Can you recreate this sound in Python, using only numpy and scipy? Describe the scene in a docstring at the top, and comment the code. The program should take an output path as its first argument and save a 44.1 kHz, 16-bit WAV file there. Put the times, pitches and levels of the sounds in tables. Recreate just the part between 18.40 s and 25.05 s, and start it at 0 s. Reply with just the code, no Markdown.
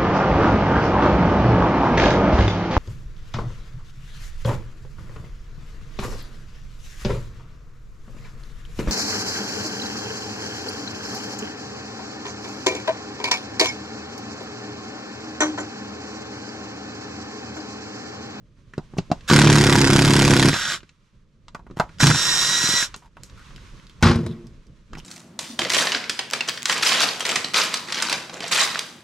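"""A cordless impact driver backs two screws out of a moulded plastic base, outdoors and close by.
Its hammer, noise bursts of steel contact, also rings the base's modes until each screw lets go; its motor
is fan noise shaped by housing resonances plus gear-mesh partials. Noise-driven rings make the knocks of
bit, hand and tool, sliding resonances the scrapes, and noise cracks with modal booms the tool's drop onto
a pile of gear. Filtered noise makes the breeze and sleeve rustle."""
import sys
import numpy as np
from scipy import signal
from scipy.fft import rfft, irfft, next_fast_len
from scipy.io import wavfile
from scipy.ndimage import uniform_filter1d, map_coordinates

SR = 44100
rng = np.random.default_rng(int(sys.argv[2]) if len(sys.argv) > 2 else 0)


def pcm_store(signal):
    """Save signal as 16-bit PCM."""
    levels = np.round(np.clip(np.atleast_2d(signal), -1, 1) * 32767)
    wavfile.write(sys.argv[1], SR, levels.astype(np.int16).T)


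N = 293132

# modes of the plastic base: [f/Hz, level/dB, t60/s]
BASE_MODES = [(114, -10, 0.15), (158, 4, 0.069), (214, -1.5, 0.09), (272.2, -2, 0.063), (345, 1, 0.07),
              (472, -14, 0.08), (779, -16, 0.0056), (955, -8, 0.05)]
# spectrum of steel on steel: [f/Hz, level/dB]
STEEL_SPECTRUM = [(290, -43.5), (500, 3.5), (537, -22.5), (586, -6), (968, 1.5), (1240, -3), (1530, -1),
                  (2930, -5.5), (5200, -5.5), (10200, -16.5), (12900, -27), (15500, -62.5)]
# spectrum of a tick or a scrape's hiss: [f/Hz, level/dB]
TICK_SPECTRUM = [(500, -22), (1500, 5), (4000, 3), (7500, -4.5), (11000, -33), (15000, -70)]


def gain_of(db):
    """Level law: decibels to amplitude ratio."""
    return 10 ** (np.asarray(db) / 20)


def evened(x):
    """Power normalisation: scales to rms 1."""
    return x / np.sqrt(np.mean(x ** 2) + 1e-20)


def read(points, hz):
    """Interpolates a table linearly over log frequency."""
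    f, value = np.transpose(points)
    return np.interp(np.log(hz + 1), np.log(f + 1), value)


def add(mix, s, sound):
    """Superposition: adds a sound to the mix from time s."""
    part = mix[..., round(s * SR):][..., :sound.shape[-1]]
    part += sound[..., :part.shape[-1]]


def colour(x, spectrum):
    """Zero-phase linear filtering by a magnitude spectrum, to rms 1 for a white input."""
    size = 2 * next_fast_len(len(x) // 2 + 2048)
    shape = gain_of(read(spectrum, np.fft.rfftfreq(size, 1 / SR)))
    return irfft(rfft(x, size) * evened(shape))[:len(x)]


def resonate(x, hz, width):
    """Heterodyne resonator: shifts the curve hz down to zero, smooths, and shifts back."""
    turn = np.exp(2j * np.pi * np.cumsum(hz * np.ones(len(x))) / SR)
    r = np.exp(-np.pi * width / SR)
    return 2 * (turn * signal.lfilter([1 - r], [1, -r], x / turn)).real


def ring(modes, detune=0., contact=.0015):
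    """Modal impulse response to one soft blow, peak 1; a body this small radiates no deep bass."""
    t = np.arange(SR // 2) / SR
    shift = 1 + detune * rng.standard_normal(len(modes))
    out = np.zeros(len(t))
    for (hz, db, t60), k in zip(modes, shift):
        out += gain_of(db - 60 * t / t60) * np.sin(2 * np.pi * hz * k * t)
    # a longer contact rounds off the treble
    out = np.convolve(out, np.hanning(round(contact * SR) + 3))[:len(t)]
    high_pass = signal.butter(2, .95 * modes[0][0], "high", fs=SR)
    out = signal.lfilter(*high_pass, out) * np.cos(np.pi * t) ** 2
    return out / abs(out).max()


def wander(size):
    """Low-pass random process: noise averaged twice over size samples, rms 1."""
    return evened(uniform_filter1d(uniform_filter1d(rng.standard_normal(N), size), size))


def air():
    """Turbulent noise: lumpy breeze and a soft rustle, partly uncorrelated between the two ports."""
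    # mean levels: [t/s, breeze level/dB, rustle and yard hiss level/dB]
    air_levels = [(0, -50.5, -74), (.3, -49.5, -65), (.85, -44, -55), (2.4, -52, -60), (2.55, -57, -67.5),
                  (2.901, -56.5, -73.5), (3.3, -49, -69.5), (3.55, -47, -59), (4.499, -49, -50),
                  (4.701, -54.5, -71.5), (4.85, -47.5, -59), (5.05, -45.5, -51.5), (5.35, -45, -54),
                  (5.601, -46.5, -61), (6.101, -47.5, -62), (6.449, -49.5, -67), (6.56, -38, -60),
                  (6.65, -46, -59)]
    # spectrum of the breeze: [f/Hz, level/dB]
    breeze_spectrum = [(12, -26.5), (20, 7), (92, -4), (154, -3), (239, -12.5), (407, -19), (583, -22.5),
                       (850, -44), (1100, -47.5), (1870, -120)]
    # spectrum of the rustle and hiss: [f/Hz, level/dB]
    rustle_spectrum = [(520, -37.5), (880, -2.5), (1070, 3.5), (1550, -0.5), (1870, -2), (3810, -4.5),
                       (5030, -8.5), (6070, -8), (12500, -27.5), (16200, -57.5), (22000, -120)]
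    s, breeze_db, rustle_db = np.transpose(air_levels)
    layers = ((breeze_spectrum, breeze_db, .35, 2.5), (rustle_spectrum, rustle_db, .9, 1.2))
    out = np.zeros((2, N))
    for spectrum, db, apart, lumps_db in layers:
        shared, left, right = (colour(v, spectrum) for v in rng.standard_normal((3, N)))
        level = gain_of(np.interp(np.arange(N) / SR, s, db) + lumps_db * wander(size=1500))
        both = evened(shared + apart * np.array([left, right]))
        out += level * both * gain_of([[-1.], [1.]])
    return out


def knocks():
    """Impact excitation: a bright tick, a short ring around its centre, the base's thud and the bit's modes."""
    # knocks and clicks of bit, hand and tool, with a few crisp hammer cracks:
    # [t/s, ring level/dB, centre f/Hz, thud level/dB, tick level/dB]
    knock_rows = [(0.336, -30, 1520, -40, -40.5), (.379, -23, 800, -14, -30),
                  (.536, -37.5, 900, -28.5, -57), (.568, -36, 845, -24.5, -51.5),
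                  (.584, -21, 800, -10.5, -19.5), (.701, -32, 700, -23.5, -48), (.715, -9, 710, -6.5, -15),
                  (.808, -58, 1610, -48.5, -37), (.899, -9, 1090, -11.5, -5), (.912, -6, 1410, -2, -7.5),
                  (2.13, -13, 1720, -13.5, -20), (2.14, -13.5, 1370, -20.5, -13.5),
                  (2.161, -17, 1370, -24.5, -19), (2.404, -40, 2740, -57, -41),
                  (2.431, -42.5, 1660, -37.5, -43.5), (2.492, -61, 1750, -72, -40),
                  (3.082, -37, 1030, -62, -34), (3.147, -23, 990, -34, -32.5), (3.193, -39, 860, -42, -54),
                  (3.266, -38, 960, -38.5, -59), (3.3, -42, 950.7, -34, -63), (3.31, -43, 1020, -27.5, -45),
                  (3.37, -31, 950, -23.5, -58), (3.398, -4.5, 850, -15, -14.5),
                  (3.437, -36.5, 1000, -33, -44), (3.492, -41, 1490, -42, -44),
                  (3.585, -42, 5000, -48, -33.5), (3.602, -9, 1350, -21.5, -10.5),
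                  (3.64, -7, 5500, -14, -9), (3.669, -6, 5000, -30, -9), (3.709, -9, 1400, -16, -16),
                  (4.239, -12, 5797, -18.5, -33), (4.289, -13, 5620, -18.5, -33),
                  (4.338, -19, 5550, -20.5, -20), (4.425, -14, 1590, -29, -21),
                  (4.542, -29, 970, -51, -22.5), (4.562, -31, 6230, -41, -49), (4.622, -43, 950, -60, -57),
                  (4.768, -35, 1010, -58.5, -53.5), (4.834, -26.5, 6230, -60, -43),
                  (4.897, -50, 1040, -58, -40), (5.106, -41, 1110, -47, -46), (5.161, -33, 3820, -44, -45),
                  (5.179, -41, 1590, -53, -42), (5.397, -41, 2260, -60, -56), (5.468, -38, 3700, -56, -48),
                  (5.496, -37, 3500, -46, -59), (6.069, -40, 5370, -48, -58), (6.268, -48, 5000, -60, -62),
                  (6.532, -30, 1170, -30.5, -34), (6.551, -28.5, 1710, -32, -40),
                  (6.571, -31.5, 805, -32, -43), (6.583, -41, 851, -33, -45)]
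    # modes of the steel bit: [f/Hz, level/dB, t60/s]
    bit_modes = [(2708, -3, 0.042), (4120, -4.5, 0.034), (6120, -2.5, 0.01), (6560, -22, .15)]
    ring_cycles, tick_t60_s = 39, .024  # the ring's excitation loses 60 dB in so many cycles
    tail_db, tail_t60_s = -23.5, .21  # a faint longer tail of the surroundings follows each knock
    bit_db = -10.5  # the bit's ring beside each tick
    out, t = np.zeros(N), np.arange(6000) / SR
    tail = gain_of(tail_db - 60 * t / tail_t60_s)
    for s, ring_db, hz, thud_db, tick_db in knock_rows:
        noise = rng.standard_normal(len(t)) * np.minimum(t / .0008, 1)
        tick = colour(noise * (gain_of(-60 * t / tick_t60_s) + tail), TICK_SPECTRUM)
        excitation = noise * (gain_of(-60 * t * hz / ring_cycles) + tail)
        tone = resonate(resonate(excitation, hz, .4 * hz), hz, 1.7 * hz)
        thud = ring(BASE_MODES, detune=.085)[:len(t)] * gain_of(-60 * t / .23)
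        bit = ring(bit_modes, detune=.011, contact=.00015)[:len(t)]
        add(out, s, gain_of(tick_db) * tick / abs(tick).max())
        add(out, s, gain_of(ring_db) * tone / abs(tone).max())
        add(out, s, gain_of(thud_db) * thud + gain_of(tick_db + bit_db) * bit)
    return out


def scrapes():
    """Stick-slip friction: uneven slips over plastic ring a sliding band."""
    # short drags: [t/s, length/s, first f/Hz, last f/Hz, level/dB]
    scrape_rows = [(0.574, .014, 5000, 6500, -46), (3.363, 0.052, 980, 990, -42),
                   (3.604, .03, 1490, 1694, -28), (4.615, 0.072, 970, 895, -56.5),
                   (4.966, 0.076, 1310, 1550, -55), (5.608, 0.025, 900, 890, -45.5),
                   (5.866, 0.074, 3880, 3500, -56), (5.875, .12, 2010, 2010, -64),
                   (6.572, 0.038, 2900, 2900, -50.5), (6.574, 0.022, 5500, 5540, -49)]
    relative_width, hiss_db = .13, -13  # bandwidth as a fraction of the first frequency
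    slips_per_s, slip_spread_db = 700, 3.5
    out, t = np.zeros(N), np.arange(8000) / SR
    for s, length, first_hz, last_hz, db in scrape_rows:
        along = np.clip(t / length, 0, 1)
        strength = gain_of(slip_spread_db * rng.exponential(1, len(t)).clip(0, 2.5))
        slips = (rng.random(len(t)) < slips_per_s / SR) * strength
        envelope = np.sqrt(np.sin(np.pi * along).clip(0))
        grit = (evened(slips) + .6) * rng.standard_normal(len(t)) * envelope
        band = resonate(grit, first_hz + (last_hz - first_hz) * along, relative_width * first_hz)
        sound = evened(band) + gain_of(hiss_db) * evened(colour(grit, TICK_SPECTRUM))
        # rms was taken over the whole buffer, so scale by the drag's share of it
        add(out, s, gain_of(db) * sound * np.sqrt(length / t[-1]))
    return out


def motor(pull, whir_spectrum, housing):
    """Source-filter radiation: fan noise in the housing, phase-diffusing gear partials, the base shaken."""
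    # gear mesh rate, hunting as the screw binds and frees: [t/s, f/Hz]
    mesh_rate = [(2.09, 800), (2.15, 928), (2.32, 945), (3.72, 850), (3.78, 922), (3.92, 938), (3.96, 926),
                 (4.06, 940), (4.12, 958), (4.21, 955), (4.26, 965), (4.385, 972), (4.46, 880)]
    # whine partials: [multiple of the mesh rate, level/dB, blur width/Hz]
    mesh_partials = [(1.77, -5, 40), (2, .5, 5), (3, -8, 15), (4, 1.5, 9), (4.2, -3, 60), (5.76, -4, 45),
                     (6, 2, 15)]
    spin_up_s, let_go_s = .025, .065
    brake_s, brake_curve = .1, 2.4  # the brake takes 60 dB off in brake_s
    surge_db, surge_s = 10.5, .07  # the motor draws hardest as it starts
    bite_s = .045  # the base starts to shake when the bit bites
    stuck_whir_db, stuck_whine_db = -5, -14  # while the screw holds
    out_db = -16.5  # the base quiets once the screw is out
    flutter_db, whine_fade_db_per_s = 2, -450  # each partial swells and fades; gears unload at release
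    press, lets_go, screw_out, release, whir_db, whine_db, stuck_db, loose_db = pull
    t = np.arange(N) / SR
    stuck = np.clip(.5 - (t - lets_go) / let_go_s, 0, 1)
    braking_s = np.maximum(t - release, 0)
    starting = np.maximum(1 - (t - press) / spin_up_s, 0) ** 2
    on = gain_of(-60 * (starting + (braking_s / brake_s) ** brake_curve))

    whir_db = whir_db + stuck_whir_db * stuck + surge_db * np.exp(-abs(t - press) / surge_s)
    whine_db = whine_db + stuck_whine_db * stuck + whine_fade_db_per_s * braking_s
    bite = np.clip((t - press) / bite_s, 0, 1) ** 2
    shake_db = loose_db + (stuck_db - loose_db) * stuck * bite
    shake_db = shake_db + out_db * np.clip((t - screw_out) / let_go_s, 0, 1)

    noise = rng.standard_normal(N) * gain_of(2.0 * wander(size=60))
    whir = colour(noise, whir_spectrum)
    for hz, width, db in housing:
        whir += gain_of(db) * evened(resonate(noise, hz, width))

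    mesh_hz = np.interp(t, *np.transpose(mesh_rate))
    turn = 2 * np.pi * np.cumsum(mesh_hz) / SR
    whine = np.zeros(N)
    for k, db, blur in mesh_partials:
        drift = np.cumsum(rng.standard_normal(N)) * np.sqrt(2 * np.pi / SR)  # random-walk phase
        level = gain_of(db + flutter_db * (wander(size=1200) - .5))
        whine += level * np.sin(k * turn + np.sqrt(blur) * drift)

    shake = evened(signal.oaconvolve(rng.standard_normal(N), ring(BASE_MODES)[:1500])[:N])
    whine = np.sqrt(2) * gain_of(whine_db) * whine
    return on * (gain_of(whir_db) * evened(whir) + whine + gain_of(shake_db) * shake)


def hammer(blows, clatter_db, rumble_db, contact, lag):
    """Repeated impact: steel contacts clatter, pushes excite the base's modes, the camera mount rumbles."""
    # contacts in one blow, cam lift, anvil strike, rebound, drag: [delay t/s, level/dB, decay length/s]
    contacts = [(-.0055, -8, 0.0046), (.003, 0, 0.0049), (0.01, -4.5, .0045), (0.02, -16, 0.0058)]
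    # pushes on the base in one blow: [delay t/s, level/dB]
    pushes = [(-.0068, -13.5), (-.0036, -4.5), (.0032, -11.5), (.0108, -12.5), (.0178, -19)]
    contact_rise_s = .002
    # each steel contact favours its own band
    clang_low_hz, clang_high_hz, clang_relative_width, clang_db = 1200, 7600, .31, -2.5
    push_slack_s, slack_growth = .00015, .026  # later pushes land less evenly
    # below this the loose bit chatters on between the contacts
    chatter_hz, chatter_db, strike_mids_db = 2980, -4.5, 0
    number, *columns = np.transpose(blows)
    every_blow = np.arange(round(number[-1]) + 1)
    s, force_db = (np.interp(every_blow, number, c) for c in columns)
    clatter, weight, push = np.zeros(N), np.zeros(N), np.zeros(N)
    t = np.arange(900) / SR
    for at, db in zip(s, force_db):
        for delay, hit_db, length in contacts:
            slack, hard = rng.standard_normal(2)
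            burst = gain_of(db + hit_db + .8 * hard) * np.minimum(t / contact_rise_s, 1)
            burst = burst * np.exp(-(t / length) ** 2)
            hz = clang_low_hz * (clang_high_hz / clang_low_hz) ** rng.random()
            noise = rng.standard_normal(len(t))
            clang = resonate(noise, hz, clang_relative_width * hz) * np.sqrt(2000 / hz)
            strike = burst * evened(noise + gain_of(clang_db) * clang)
            add(clatter, at + lag + delay + .0004 * slack, strike)
            add(weight, at + lag + delay, burst)
        for delay, push_db in pushes:
            slack, soft = rng.standard_normal(2)
            spread_s = push_slack_s + slack_growth * (delay - pushes[0][0])
            push[round((at + delay + spread_s * slack) * SR)] -= gain_of(db + push_db + 1.1 * soft)

    # a low rumble of the shaken camera mount follows the blows
    rumble = evened(resonate(rng.standard_normal(N), 45, 40)) * uniform_filter1d(weight, size=2600)
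    low_pass = signal.butter(2, chatter_hz, fs=SR)
    chatter = gain_of(chatter_db) * rng.standard_normal(N) * uniform_filter1d(weight, size=900)
    chatter = chatter * gain_of(2.5 * wander(size=90))
    mids = signal.filtfilt(*low_pass, clatter)
    clatter = clatter - mids + gain_of(strike_mids_db) * mids + signal.filtfilt(*low_pass, chatter)
    steel = gain_of(clatter_db) * colour(clatter * gain_of(1.3 * wander(size=30)), STEEL_SPECTRUM)
    body = signal.oaconvolve(push, ring(BASE_MODES, contact=contact))[:N]
    return steel + body + gain_of(rumble_db) * rumble


def drop():
    """Inelastic bouncing: each impact cracks and booms in the pile; loose parts jumble and keep it rumbling."""
    # landing and bounces of the tool: [t/s, crack peak level/dB, boom level/dB]
    bounces = [(5.626, -8.5, -4), (5.638, -10, -9), (5.66, -34.5, -1.5), (5.677, -21, -31),
               (5.699, -25, -3.5), (5.714, -52, -12.5), (5.758, -27, -9.5), (5.812, -43, -23.5),
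               (5.864, -26, -17)]
    # modes of the pile: [f/Hz, level/dB, t60/s]
    pile_modes = [(95, -2, 0.3), (125, -6, 0.1), (165, -4, 0.15), (228, -5, 0.22), (345, -9, 0.22),
                  (450, -13, 0.08), (620, -14, 0.025), (1110, 0.5, 0.035)]
    # spectrum of the jumbling parts: [f/Hz, level/dB]
    jumble_spectrum = [(240, -5), (400, -39.5), (543, -2), (577, -13), (1070, -1.5), (2360, -13.5),
                       (5390, -18), (10900, -43), (15500, -89.5)]
    jumble_s, jumble_db, settle_db_per_s = 5.627, -15, -90  # parts leap at the landing and settle
    hold_s, still_db_per_s = .088, -300  # then they fall still faster
    linger_db, linger_db_per_s = -28.5, -92.5  # the last bits trickle
    rumble_db, rumble_s = -19.5, .38  # the pile rumbles on, then dies away
    out, t = np.zeros(N), np.arange(SR // 2) / SR
    for s, peak_db, boom_db in bounces:
        crack = colour(rng.standard_normal(len(t)), STEEL_SPECTRUM) * gain_of(-60 * t / .03)
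        boom = ring(pile_modes, detune=.04) * gain_of(-60 * t / .25)
        add(out, s, gain_of(peak_db) * crack / abs(crack).max() + gain_of(boom_db) * boom)

    since = np.arange(N) / SR - jumble_s
    landed = since > 0
    level = gain_of(jumble_db + settle_db_per_s * since + still_db_per_s * (since - hold_s).clip(0))
    level = (level + gain_of(linger_db + linger_db_per_s * since)) * landed
    grains = rng.standard_normal(N) * gain_of(3. * wander(size=50))
    jumble = level * evened(colour(grains, jumble_spectrum))
    pile_ring = ring(pile_modes[1:])[:1600]
    rumble = evened(signal.oaconvolve(rng.standard_normal(N), pile_ring)[:N])
    rumble = rumble * gain_of(1.6 * wander(size=500))
    return out + jumble + gain_of(rumble_db - 20 * (since / rumble_s) ** 2) * landed * rumble


def ports(x, lean):
    """Stereo cues: a near source reaches two ports with level and phase differences scaled by its lean."""
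    # phase lead of the left port at lean 1: [f/Hz, phase/rad]
    port_lead = [(400, 0), (1500, 0.23), (3000, -1.32), (4300, -2.5), (4800, 0.14), (7000, 0.5),
                 (15000, 1.5)]
    # left over right at lean 1: [f/Hz, level/dB]
    port_balance = [(30, -9), (90, -0.6), (200, -0.5), (600, -3.5), (3000, -6), (6000, -5), (9000, 4),
                    (14000, -4.5)]
    hz = np.fft.rfftfreq(2 * next_fast_len(N // 2 + 1), 1 / SR)
    half = gain_of(lean * read(port_balance, hz) / 2) * np.exp(.5j * lean * read(port_lead, hz))
    return irfft(rfft(x, 2 * len(hz) - 2) * np.array([half, 1 / half]))[:, :N]


def sway(x):
    """Varying path difference: microphones and tool move a little, so the lag between the ports drifts."""
    sway_s = .000013  # rms drift of the lag
    shift = sway_s * SR * wander(size=4000) / 2
    return np.array([map_coordinates(v, [np.arange(N) + k * shift], order=3) for v, k in zip(x, (1, -1))])


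def yard(x):
    """Early reflections: sparse random echoes off ground and walls, different for each port."""
    t = np.arange(6000) / SR
    sign = rng.choice([-1., 1.], (2, len(t)))
    sparse = rng.random((2, len(t))) < .05
    taps = sign * sparse * gain_of(-60 * t / .07) * (t > .001)
    taps = signal.lfilter(*signal.butter(1, 1200, "high", fs=SR), taps / np.linalg.norm(taps[0]))
    return signal.oaconvolve(x[None], taps, axes=1)[:, :N]


def scene():
    """Superposition of direct sound from tool, knocks and drop, their reflections, and the air."""
    # hammer pace and force on each screw, even between rows: [blow number, t/s, force level/dB]
    long_rattle = [(0, .9305, 1), (9, 1.1794, -.5), (12, 1.2637, -1), (23, 1.5876, -1.5), (35, 1.9327, -1),
                   (40, 2.083, -0.5)]
    short_rattle = [(0, 3.631, 1.5), (1, 3.668, -1), (2, 3.7, -2), (3, 3.746, -11)]  # the second screw gives after four blows
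    # trigger pulls: [press t/s, screw lets go t/s, screw is out t/s, release t/s,
    # whir level/dB, whine level/dB, shake level stuck/dB, shake level loose/dB]
    pulls = [(.868, 2.12, 2.4, 2.32, -25, -42, -26, -42.5), (3.586, 3.745, 4.35, 4.41, -21, -32, -23, -39)]
    # whir spectra, vents seen side-on, then turned to the microphones: [f/Hz, level/dB]
    whir_first = [(290, -60), (500, -8), (839, -10), (1350, 4), (2500, -4.5), (3430, -1), (4380, -2),
                  (6830, -7.5), (12000, -35.5), (14000, -50.5), (15500, -102)]
    whir_second = [(290, -50), (500, -14), (827, -21), (1390, -5), (2400, -12), (3100, -9), (3960, -1),
                   (4570, -10), (5590, -2), (12000, -32.5), (13600, -42.5), (15500, -99)]
    # housing resonances in each pull: [f/Hz, width/Hz, level/dB]
    housing_first = [(1570, 250, -7), (3600, 410, -10), (5350, 400, -15), (7100, 600, -10.5)]
    housing_second = [(1000, 110, -16), (5545, 140, -14), (7280, 790, -9)]
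    taps = knocks() + scrapes()
    first = motor(pulls[0], whir_first, housing_first)
    first += hammer(long_rattle, clatter_db=-9, rumble_db=-17, contact=.0015, lag=-.001)
    second = motor(pulls[1], whir_second, housing_second)
    second += hammer(short_rattle, clatter_db=-9, rumble_db=-22, contact=.0045, lag=-.003)
    fall = drop()
    near = ports(first, lean=.56) + ports(second, lean=.7) + ports(taps, lean=.29) + ports(fall, lean=-.22)
    return sway(near) + gain_of(-7) * yard(first + second + taps + fall) + air()


def record(dry):
    """Saturation and band limiting: soft overload on peaks, a capsule fading in the top octave, a cutoff."""
    edge_hz = 15730
    loud = 1.073 * np.tanh(dry / 1.131)
    capsule = signal.oaconvolve(loud, signal.firwin(21, 14000, fs=SR)[None], "same")
    band_limit = signal.firwin(511, edge_hz, window=("kaiser", 9), fs=SR)
    return signal.oaconvolve(capsule, band_limit[None], "same")


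dry = scene()
out = record(dry)
pcm_store(out)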